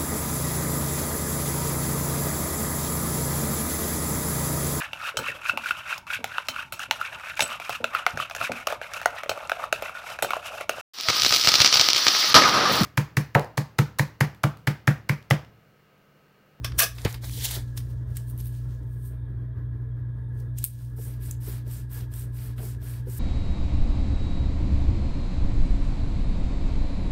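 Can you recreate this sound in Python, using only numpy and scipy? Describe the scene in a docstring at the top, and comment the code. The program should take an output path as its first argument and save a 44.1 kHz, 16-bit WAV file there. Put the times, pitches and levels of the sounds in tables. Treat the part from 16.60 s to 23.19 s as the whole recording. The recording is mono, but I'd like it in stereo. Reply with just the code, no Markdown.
"""A hum fills a small room, and at once tape is tugged and torn off a plastic desk dispenser with a sharp crackle.
A card is slid and turned on a cutting mat, then the strip is laid on it and rubbed down with a thumb.
Rubbing, rustling and tearing are noise shaped in pitch and loudness; snaps are very short bursts of noise.
Bumps are pushes that ring the table top; the appliance is wavering tones plus fan noise.
The recorder turns itself down after loud peaks and recovers slowly."""
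import sys
import numpy as np
from scipy import signal
from scipy.fft import rfft, irfft, next_fast_len
from scipy.io import wavfile

SR = 44100
rng = np.random.default_rng(int(sys.argv[2]) if len(sys.argv) > 2 else 0)


def bounce(signal):
    """Save signal as a 16-bit WAV file at the path given by the first command-line argument."""
    frames = np.transpose(np.atleast_2d(signal))
    limited = np.clip(frames, -1, 1)
    pcm = np.round(limited * 32767).astype(np.int16)
    wavfile.write(sys.argv[1], SR, pcm)


N = 290597

# motor tones: (pitch [Hz], level [dB])
HUM_TONES = [(59.2, -38.5), (120, -33), (296, -58.5)]
# fan noise: (frequency [Hz], relative level per Hz [dB])
FAN_SPECTRUM = [(15, -61), (30, -40), (45, -17.5), (80, -13.5), (120, -11.5), (150, -25), (330, -33.5),
                (560, -42.5), (780, -52), (1050, -48.5), (1400, -50), (1950, -52), (2250, -66.5),
                (4500, -69.5), (7500, -79.5), (11000, -77.5), (12000, -69.5), (16000, -75)]
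# casing resonances in the fan noise: (frequency [Hz], width of each of two filters [Hz], level [dB])
CASING_RESONANCES = [(220, 10, -63), (388, 20, -68), (441, 14, -68), (645, 20, -73), (900, 40, -72),
                     (1030, 50, -75), (1670, 110, -65), (1340, 40, -80), (1860, 50, -82), (2330, 40, -86),
                     (3285, 70, -83), (3620, 350, -82), (9200, 1100, -84)]
# how alike the noise is left and right: (frequency [Hz], likeness [-1 to 1])
EAR_LIKENESS = [(60, .99), (130, .975), (290, .85), (640, .8), (1400, .3), (3100, .1), (6800, -.1),
                (15000, .05)]
# rustles of the strip between fingers:
# (peak time [s], level [dB], duller part compared with it [dB], rise [dB/s], fall [dB/s])
RUSTLES = [(.035, -61, -8, 350, 198), (.165, -56.5, -4.5, 300, 100.5), (1.08, -61, -1, 405, 122),
           (1.174, -37, -10, 1500, 497.5), (1.308, -56, -5.5, 143, 331), (1.385, -73.5, 2, 200, 91.5),
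           (1.51, -62, -7, 248.5, 60), (1.568, -46, -3, 900, 500), (1.61, -63.5, -7, 300, 118),
           (1.703, -44.5, -15.5, 412, 598), (1.799, -47, -7, 500, 350.5), (1.87, -48, -14.5, 250, 349.5),
           (1.96, -53.5, -6, 144, 119.5), (2.125, -64, 0, 202, 129), (2.335, -59.5, -12.5, 140.5, 97),
           (2.46, -46, -17.5, 333.5, 260.5), (3.79, -57.5, -9, 331, 200), (3.984, -40, -5.5, 1208, 698),
           (4.03, -43, -7, 596, 896), (4.045, -18, -18.5, 5000, 455), (4.101, -53.5, -6, 603, 64),
           (4.225, -50.5, -9, 107, 204.5), (4.3, -72, -23, 1503, 502)]
# bright noise of bending film: (frequency [Hz], relative level per Hz [dB])
FILM_SPECTRUM = [(4120, -64.5), (7000, -13.5), (8970, 6.5), (10600, -2.5), (12500, 4), (15000, -1.5),
                 (15600, 3)]
# hands bumping or scuffing the table: (time [s], level [dB], contact spread [s], brightness [Hz])
TABLE_BUMPS = [(.045, -30, .0006, 1200), (.21, -26, .015, 1200), (.4505, -6, .0003, 1500),
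               (.4575, -16, .0002, 1200), (.469, -17, .001, 900), (.546, -36, .005, 1000),
               (.77, -38, .005, 800), (.935, -40, .008, 1600), (.958, -33, .009, 1100),
               (2.5, -46, .03, 2000), (3.79, -40, .018, 550), (4.377, -37, .007, 800),
               (4.475, -46, .012, 2200), (5.36, -45, .012, 2200), (5.982, -35, .009, 2200),
               (6.25, -46, .012, 2200), (4.452, -40, .02, 500), (4.87, -32, .009, 520),
               (5.06, -39, .007, 400), (5.775, -40, .01, 500), (5.99, -35, .014, 650),
               (6.02, -36, .016, 800), (6.215, -40, .02, 600), (6.467, -28, .007, 380),
               (6.478, -48, .012, 1600)]
# ringing modes of the table top: (frequency [Hz], relative level [dB], time to fall by 60 dB [s])
TABLE_MODES = [(112, 0, .075), (200, -5, .05), (290, -4, .035), (370, -1, .035), (480, 0, .03),
               (620, -6, .03), (950, -11, .03), (1320, -11, .03), (1600, -14, .03)]
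# sticky snaps of tape and card:
# (time [s], level [dB], crack above [Hz], mid part compared with it [dB], spread [s], left-right [dB])
STICKY_SNAPS = [(0.0456, -17.5, 3850, 0.5, 0.0064, -1.5), (.12, -50, 4460, 18, 0.0034, -4),
                (0.188, -14, 6200, -19, 0.0055, 8), (0.1893, -10, 6200, -3, 0.0015, 6),
                (0.192, -7, 10400, -2, 0.0018, -5), (0.1927, 3.5, 7400, -16, 0.0024, -6),
                (0.2005, 3, 10500, -2, 0.0013, 15), (0.204, 3.5, 6070, -2, 0.0028, -4),
                (0.2231, -2, 9000, -3, 0.0015, -15), (0.2301, -5, 5000, -8, 0.0015, -7),
                (0.383, -34.5, 4500, 12.5, 0.0096, 2), (.4014, -36, 8000, -8, 0.0028, 1),
                (0.449, -17.5, 5760, 3.5, 0.01, -2.5), (0.507, -32.5, 6000, 2, 0.0022, -2),
                (0.527, -18.5, 4000, -19, 0.0012, -1), (0.543, -26, 4500, 2, 0.01, 2.5),
                (0.639, -47, 4500, -4, 0.0034, -16), (0.696, -29, 6000, -4, 0.001, -9),
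                (0.91, -22.5, 9100, 0, 0.0073, 2), (1.175, -22.5, 4470, -8, 0.006, 0),
                (1.205, -45, 4500, 1, .006, 0), (1.569, -23, 7000, -10, 0.0047, 0),
                (1.8027, -34.5, 4470, -7.5, 0.0025, 7), (3.8, -45.5, 4420, -15.5, 0.0093, 5.5),
                (3.985, -22.5, 6500, -15, 0.0046, 3.5), (4.0414, -2, 8500, -21, .0003, 1),
                (4.0422, -11, 9800, -25, .0004, 0), (4.044, -17, 8300, -20, .0005, 0),
                (4.0462, -17, 8300, -25, .0004, 0), (4.0493, -21, 8300, -20, .0005, 0),
                (4.7108, -19, 6000, -24, .002, -2), (5.112, -32.5, 7100, -18, 0.0027, -4),
                (5.35, -40, 3520, -14, .004, 0), (5.408, -37, 3500, -5, .003, 0),
                (5.538, -32.5, 6600, -12, 0.003, 0), (5.98, -41.5, 3480, 6.5, 0.008, 3)]
# tiny high ticks of film peeling off skin: (time [s], level [dB])
PEEL_TICKS = [(1.699, -32), (1.707, -35), (1.778, -29), (1.788, -33), (1.796, -33), (1.809, -32),
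              (1.848, -33), (1.857, -34), (1.873, -30), (1.881, -32)]
# sound shared by all ticks: (crack above [Hz], mid part compared with it [dB], spread [s], left-right [dB])
PEEL_TICK_SOUND = (10000, -22, .0015, 0)
# tape pulled against the teeth, a first tug and the rip:
# (time [s], length [s], crackle level [dB], dispenser ring level [dB])
TEARS = [(0.047, 0.0051, -41.5, -30.5), (0.191, 0.044, -6.5, -16)]
# ringing of the hollow dispenser: (frequency [Hz], width of the narrower filter [Hz], relative level [dB])
DISPENSER_RESONANCES = [(480, 100, -13), (650, 90, -5), (1178, 140, -1), (1660, 120, 6), (2540, 300, -4),
                        (3500, 260, 0), (4350, 300, -9), (5400, 450, -1)]
# noise of tearing film: (frequency [Hz], relative level per Hz [dB])
CRACKLE_SPECTRUM = [(1760, -39.5), (3000, -3), (4410, -4), (4800, -10.5), (5470, 9), (6770, -1), (12600, 3),
                    (15600, 3.5)]
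# card on the mat, one list for a push and one for a turn:
# (time [s], level [dB], low scrape compared with it [dB])
CARD_SLIDES = [
    [(0.35, -46.5, -3), (0.44, -43, -4.5), (0.46, -41.5, 19.5), (0.502, -34.5, -10.5), (0.552, -48.5, 3.5),
     (0.6, -73, -1.5)],
    [(0.61, -58, -10), (0.642, -38.5, -2.5), (0.7, -43, -27), (0.833, -32, -16.5), (0.84, -27.5, -21),
     (0.856, -19.5, -21), (0.878, -30.5, -15), (0.954, -32, -11.5), (1.08, -72.5, 0)],
]
# hiss of card on mat: (frequency [Hz], relative level per Hz [dB])
MAT_SPECTRUM = [(1290, -22.5), (2200, -6), (3200, 2), (4380, -0.5), (5200, -1), (6280, 0), (10900, -2.5),
                (15600, 2)]
# thumb strokes to and fro along the tape: (start [s], length [s], hiss level [dB],
# low drag compared with the hiss [dB], card scuff level [dB], hiss timing [1 peaks midway, less is earlier])
THUMB_STROKES = [(4.359, 0.25, -46, -14.5, -68, 0.53), (4.595, 0.17, -45.5, -11, -87, 0.79),
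                 (4.797, 0.24, -42, -11.5, -57, 0.64), (5.045, 0.21, -44.5, -12, -64, 1),
                 (5.29, 0.18, -45.5, -9, -56.5, 0.78), (5.5, 0.18, -44.5, -12, -62.5, 0.93),
                 (5.72, 0.24, -47, -9, -63, 0.73), (5.955, 0.22, -43.5, -12.5, -58, 0.9),
                 (6.196, 0.24, -47, -8.5, -60, 0.76), (6.453, 0.22, -43, -14.5, -61, 0.85)]
# hiss of skin on tape: (frequency [Hz], relative level per Hz [dB])
SKIN_SPECTRUM = [(2060, -57), (3500, -24), (4810, -8), (6580, -8), (8780, 2), (11000, -2), (12200, 4),
                 (15600, 2)]

FAN_DB = -40
LEFT_LAG_S = .0001  # the hum reaches the left microphone later
SCUFF_DB = -10  # skin dragging, heard directly beside the ring of the table
# a snap rings a little above the edge of its crack; both shares multiply that edge
RING_ABOVE_EDGE, RING_WIDTH_SHARE, RING_DB = 1.17, .16, 4
# a weaker creak that swells before each tear and fades after it
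STRAIN_DB, STRAIN_RISE_DB_PER_S, STRAIN_FALL_DB_PER_S, STRAIN_RING_DB = -24, 2499.5, 190.5, -17
BITE_DB_PER_S, LET_GO_DB_PER_S, RING_GROWS_DB_PER_S, CRACKLE_SAGS_DB_PER_S = 2800, 649.5, 169, 90
HISS_STEEP, DRAG_EARLY, DRAG_STEEP = 1.76, 0.9, 1  # powers that shape the loudness of a stroke
RESTING_DB, RESTING_DRAG_DB = -73.5, -75.5  # faint steady rubbing from the first stroke on
ROOM_T60_S, ROOM_DB = 0.21, -15.5
WALL_CUT_HZ = 8000  # treble cutoff of the echo for each 50 ms it travels
# the left microphone port lifts the top, the right one dulls it
PORT_HZ, PORT_WIDTH_HZ, PORT_SHARE = 12800, 3500, .3
DUCK_ABOVE_DB, DUCK_SHARE, DUCK_MOST_DB = -14, .72, 9.5
ATTACK_S, RECOVER_DB_PER_S = .004, 27
CUTOFF_HZ = 15700


def amp(db):
    """Turn decibels into a plain multiplier."""
    return 10 ** (np.asarray(db) / 20)


def rms_one(x):
    """Scale a sound to an average strength (rms) of 1."""
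    return x / np.sqrt(np.mean(x ** 2) + 1e-20)


def in_time(rows, count=1):
    """Draw each table column over time; the first count of them are levels, silent outside the table."""
    s, *columns = np.transpose(rows)
    t = np.arange(N) / SR
    outside = (t < s[0]) | (t > s[-1])
    curves = []
    for k, column in enumerate(columns):
        curve = np.interp(t, s, column)
        curves.append(np.where(outside & (k < count), -140, curve))
    return curves


def at_hz(points, hz):
    """Read a table between its points, with frequency on a musical (logarithmic) scale."""
    table_hz, values = np.array(points)[:, 0], np.array(points)[:, 1]
    return np.interp(np.log(hz), np.log(table_hz), values)


def drift(rate):
    """Smooth random wandering with spread 1; rate is in Hz."""
    # made at one fortieth of the sample rate, then joined by straight lines
    r = np.exp(-80 * np.pi * rate / SR)
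    chance = rng.standard_normal(N // 40 + 2002)
    slow = signal.lfilter([1], [1, -2 * r, r * r], chance)[2000:]
    return np.interp(np.arange(N) / 40, np.arange(len(slow)), rms_one(slow))


def band(x, low_hz, high_hz):
    """Keep only the frequencies between two edges."""
    edges = [low_hz, min(high_hz, .45 * SR)]
    return signal.sosfilt(signal.butter(2, edges, "band", fs=SR, output="sos"), x + 1e-18)


def resonance(x, hz, width_hz):
    """Favour one frequency, as a body does that rings there."""
    r = np.exp(-np.pi * width_hz / SR)
    feedback = [1, -2 * r * np.cos(2 * np.pi * hz / SR), r * r]
    return signal.lfilter([(1 - r * r) / 2, 0, (r * r - 1) / 2], feedback, x + 1e-18)


def colour(x, spectrum):
    """Shape bass and treble smoothly by a table; the result has rms 1."""
    hz = np.maximum(np.arange(N // 2 + 1) * SR / N, 1)
    return rms_one(irfft(rfft(x) * amp(at_hz(spectrum, hz)), N))


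def stereo_noise():
    """White noise that both microphones hear alike in the bass, each its own in the treble."""
    mid, side = rfft(rng.standard_normal((2, N)))
    hz = np.maximum(np.arange(len(mid)) * SR / N, 1)
    alike = np.clip(at_hz(EAR_LIKENESS, hz), -1, 1)
    opposite = np.array([[1], [-1]])
    return irfft(np.sqrt(1 + alike) * mid + np.sqrt(1 - alike) * side * opposite, N)


def friction(uneven_db, grain_hz, catches_per_s):
    """Countless tiny slips of uneven strength; now and then a fibre catches and lets go harder."""
    strength = np.minimum(rng.exponential(0.82, N), 5)
    catches = (rng.random(N) < catches_per_s / SR) * strength
    # each catch dies away within about half a millisecond
    catches = signal.lfilter([1], [1, -np.exp(-1 / (0.00054 * SR))], catches)
    return stereo_noise() * amp(uneven_db * drift(grain_hz)) * (1 + catches)


def swell(s, length_s, rise_db_per_s, fall_db_per_s, grow_db_per_s=0):
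    """Loudness that climbs to 1 at s, grows over the length and dies away."""
    t = np.arange(N) / SR - s
    rise = rise_db_per_s * np.minimum(t, 0)
    grow = grow_db_per_s * np.clip(t, 0, length_s)
    fall = fall_db_per_s * np.maximum(t - length_s, 0)
    return amp(rise + grow - fall)


def arc(s, length_s, early, steep):
    """Speed of one stroke from rest to rest; early under 1 brings the top forward."""
    done = np.clip((np.arange(N) / SR - s) / length_s, 0, 1)
    return np.abs(np.sin(np.pi * done ** early)) ** steep


def patchy(x, depth_db, per_s):
    """Every half octave swells and sinks on its own, as the touching patch keeps changing."""
    edges = 700 * 2 ** np.arange(0, 5, .5)
    total = 0
    for k, (low, high) in enumerate(zip(edges, edges[1:])):
        # every other band is flipped
        total = total + amp(depth_db * drift(per_s)) * band(x, low, high) * (-1) ** k
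    return rms_one(total)


def appliance():
    """Motor tones that waver a little, over fan noise and its casing resonances that come and go."""
    t = np.arange(N) / SR - np.array([[LEFT_LAG_S], [0]])
    tones = casing = 0
    for hz, db in HUM_TONES:
        loudness = np.sqrt(2) * amp(db + 0.84 * drift(0.94))
        cycles = hz * t + rng.random() + 0.046 * drift(0.68)
        tones = tones + loudness * np.sin(2 * np.pi * cycles)
    noise = stereo_noise()
    for hz, width, db in CASING_RESONANCES:
        ringing = resonance(resonance(noise, hz, width), hz, width)
        casing = casing + amp(db + 2.5 * drift(8)) * rms_one(ringing)
    fan = amp(FAN_DB + 2.3 * drift(9.3)) * colour(stereo_noise(), FAN_SPECTRUM)
    return tones * amp([[.3], [-.3]]) + fan + casing


def flex():
    """The thin film rustles as it bends and peels off the skin; wider bends sound duller."""
    grains = friction(uneven_db=1.0, grain_hz=60, catches_per_s=85)
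    bright = dull = 0
    for s, level_db, dull_db, rise_db_per_s, fall_db_per_s in RUSTLES:
        rustle = amp(level_db) * swell(s, 0, rise_db_per_s, fall_db_per_s)
        bright = bright + rustle
        dull = dull + amp(dull_db) * rustle
    return bright * colour(grains, FILM_SPECTRUM) + dull * rms_one(band(grains, 2500, 7540))


def bumps():
    """Rough contacts ring the table top, each mode by its own chance; softer skin scuffs and sounds duller."""
    out, t = np.zeros(N + 9000), np.arange(9000) / SR
    contacts = rng.standard_normal((len(TABLE_BUMPS), len(t)))
    modes = []
    for k, (hz, db, t60) in enumerate(TABLE_MODES):
        modes.append(amp(db - 60 * t / t60) * np.sin(2 * np.pi * hz * t) * (-1) ** k)
    modes = np.array(modes)
    for (s, db, spread_s, bright_hz), contact in zip(TABLE_BUMPS, contacts):
        firm = np.exp(-spread_s / .002)  # share of one clean push against rough rubbing
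        push = (firm + .5 * contact) * t * np.exp(-t / max(spread_s, .0002))
        table_top = amp(3 * (1 - firm) * contact[-len(TABLE_MODES):]) @ modes
        ring = signal.fftconvolve(push, table_top)[:len(t)]
        ring = signal.sosfilt(signal.butter(2, bright_hz, fs=SR, output="sos"), ring)
        scuff = band(push, 200, bright_hz)
        scuff = amp(SCUFF_DB) * (1 - firm) * scuff / np.abs(scuff).max()
        out[round(s * SR):][:len(t)] += amp(db) * (ring / np.abs(ring).max() + scuff)
    return out[:N]


def snaps():
    """Each snap is a quickly dying burst of tearing glue; the shortest begin with one clean tick."""
    out, t = np.zeros((2, N)), np.arange(1300) / SR
    rows = STICKY_SNAPS + [(s, db, *PEEL_TICK_SOUND) for s, db in PEEL_TICKS]
    bursts = rng.standard_normal((len(rows), 2, len(t)))
    for (s, db, crack_hz, mid_db, spread_s, pan_db), burst in zip(rows, bursts):
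        tick = 6 * np.exp(-spread_s / .001) * (t == 0)
        burst = (burst + tick) * np.exp(-t / np.clip(spread_s, .0003, .008))
        bright = band(band(burst, crack_hz, 16000), crack_hz, 16000)
        mid = band(burst, 1150, 4200)
        ring = resonance(bright, RING_ABOVE_EDGE * crack_hz, RING_WIDTH_SHARE * crack_hz)
        bright = bright + amp(RING_DB) * ring
        bright = bright / np.abs(bright).max(axis=1, keepdims=True)
        both = bright + amp(mid_db) * mid / np.abs(mid).max()
        at = round(s * SR)
        out[:, at:at + len(t)] += amp(db) * both * amp([[pan_db / 2], [-pan_db / 2]])
    return out


def tear():
    """The teeth rip the film in dense crackle and shake the hollow plastic body."""
    rip = friction(uneven_db=1.5, grain_hz=220, catches_per_s=220)
    body = crackle = ring = 0
    for k, (hz, width, db) in enumerate(DISPENSER_RESONANCES):
        ringing = resonance(resonance(rip, hz, 3 * width), hz, width)
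        body = body + amp(db + 2.8 * drift(40)) * ringing * (-1) ** k
    for s, length_s, crackle_db, ring_db in TEARS:
        strain = amp(STRAIN_DB) * swell(s, length_s, STRAIN_RISE_DB_PER_S, STRAIN_FALL_DB_PER_S)
        bite = swell(s, length_s, BITE_DB_PER_S, LET_GO_DB_PER_S, -CRACKLE_SAGS_DB_PER_S)
        shake = swell(s, length_s, BITE_DB_PER_S, LET_GO_DB_PER_S, RING_GROWS_DB_PER_S)
        crackle = crackle + amp(crackle_db) * (bite + strain)
        ring = ring + amp(ring_db) * (shake + amp(STRAIN_RING_DB) * strain)
    # the crackle is a little louder on the left
    return crackle * colour(rip, CRACKLE_SPECTRUM) * amp([[1.2], [-1.2]]) + ring * rms_one(body)


def slide():
    """Card fibres hiss over the mat, with a lower scrape of the whole sheet."""
    grains = friction(uneven_db=0.5, grain_hz=120, catches_per_s=50)
    hiss = patchy(colour(grains, MAT_SPECTRUM), depth_db=2.5, per_s=41)
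    scrape = rms_one(band(grains, 360, 2700))
    out = 0
    for level_db, low_db in map(in_time, CARD_SLIDES):
        out = out + amp(level_db) * (hiss + amp(low_db) * scrape)
    return out


def rub():
    """Skin on smooth tape hisses brightly at every stroke; the pressing thumb also scuffs the card on the mat."""
    grains = friction(uneven_db=1.0, grain_hz=150, catches_per_s=70)
    begun = np.arange(N) / SR > THUMB_STROKES[0][0]
    hiss, drag, scuff = amp(RESTING_DB) * begun, amp(RESTING_DRAG_DB) * begun, 0
    for s, length_s, hiss_db, drag_db, scuff_db, timing in THUMB_STROKES:
        pressing = arc(s, length_s, DRAG_EARLY, DRAG_STEEP)
        hiss = hiss + amp(hiss_db) * arc(s, length_s, timing, HISS_STEEP)
        drag = drag + amp(hiss_db + drag_db) * pressing
        scuff = scuff + amp(scuff_db) * pressing
    hiss_noise = patchy(colour(grains, SKIN_SPECTRUM), depth_db=2.0, per_s=13.0)
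    drag_noise = rms_one(band(grains[:, ::-1], 1220, 5600))  # grains played backwards, so not a copy of the hiss
    scuff_noise = rms_one(band(grains, 710, 1740))
    return hiss * hiss_noise + drag * drag_noise + scuff * scuff_noise


def room(x):
    """Echoes from eight feedback delays a side, duller on every round."""
    size = next_fast_len(N + SR)
    w = 2 * np.pi * np.arange(size // 2 + 1) / size
    dull = 1 / (1 + 1j * w * SR / (2 * np.pi * WALL_CUT_HZ))
    response = np.zeros((2, len(w)), complex)
    lags = (rng.uniform(0.011, 0.032, 16) * SR).astype(int)
    for k, lag in enumerate(lags):
        fade = amp(-60 * lag / SR / ROOM_T60_S) * np.abs(dull) ** (lag / SR * 20)
        loop = fade * np.exp(-1j * w * lag)
        response[k % 2] += loop / (1 - loop) * (-1) ** (k // 2)
    return irfft(rfft(x, size) * response, size)[:, :N]


def scene():
    """Hands with their echo in the room, bumps on the table, and the steady hum."""
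    hands = tear() + slide() + flex() + rub() + snaps()
    return hands + amp(ROOM_DB) * room(hands) + bumps() + appliance()


def record(dry):
    """Ports colour the treble, gain ducks after peaks; deep bass is lost, peaks are rounded, the top is cut."""
    t = np.arange(N) / SR
    dry = dry + PORT_SHARE * resonance(dry, PORT_HZ, PORT_WIDTH_HZ) * [[1], [-1]]
    level_db = 20 * np.log10(np.abs(dry).max(axis=0) + 1e-9)
    over_db = np.maximum(level_db - DUCK_ABOVE_DB, 0)
    wanted_db = np.minimum(DUCK_SHARE * over_db, DUCK_MOST_DB)
    # hold the deepest cut, letting it recover at a steady pace
    recovered_db = RECOVER_DB_PER_S * t
    held_db = np.maximum.accumulate(wanted_db + recovered_db) - recovered_db
    r = np.exp(-1 / (ATTACK_S * SR))
    ducked = dry * amp(-signal.lfilter([1 - r], [1, -r], held_db))
    no_deep_bass = signal.sosfilt(signal.butter(2, 35, "high", fs=SR, output="sos"), ducked)
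    rounded = np.tanh(no_deep_bass / .95) * .95
    return signal.sosfiltfilt(signal.ellip(8, .2, 40, CUTOFF_HZ, fs=SR, output="sos"), rounded)


dry = scene()
out = record(dry)
bounce(out)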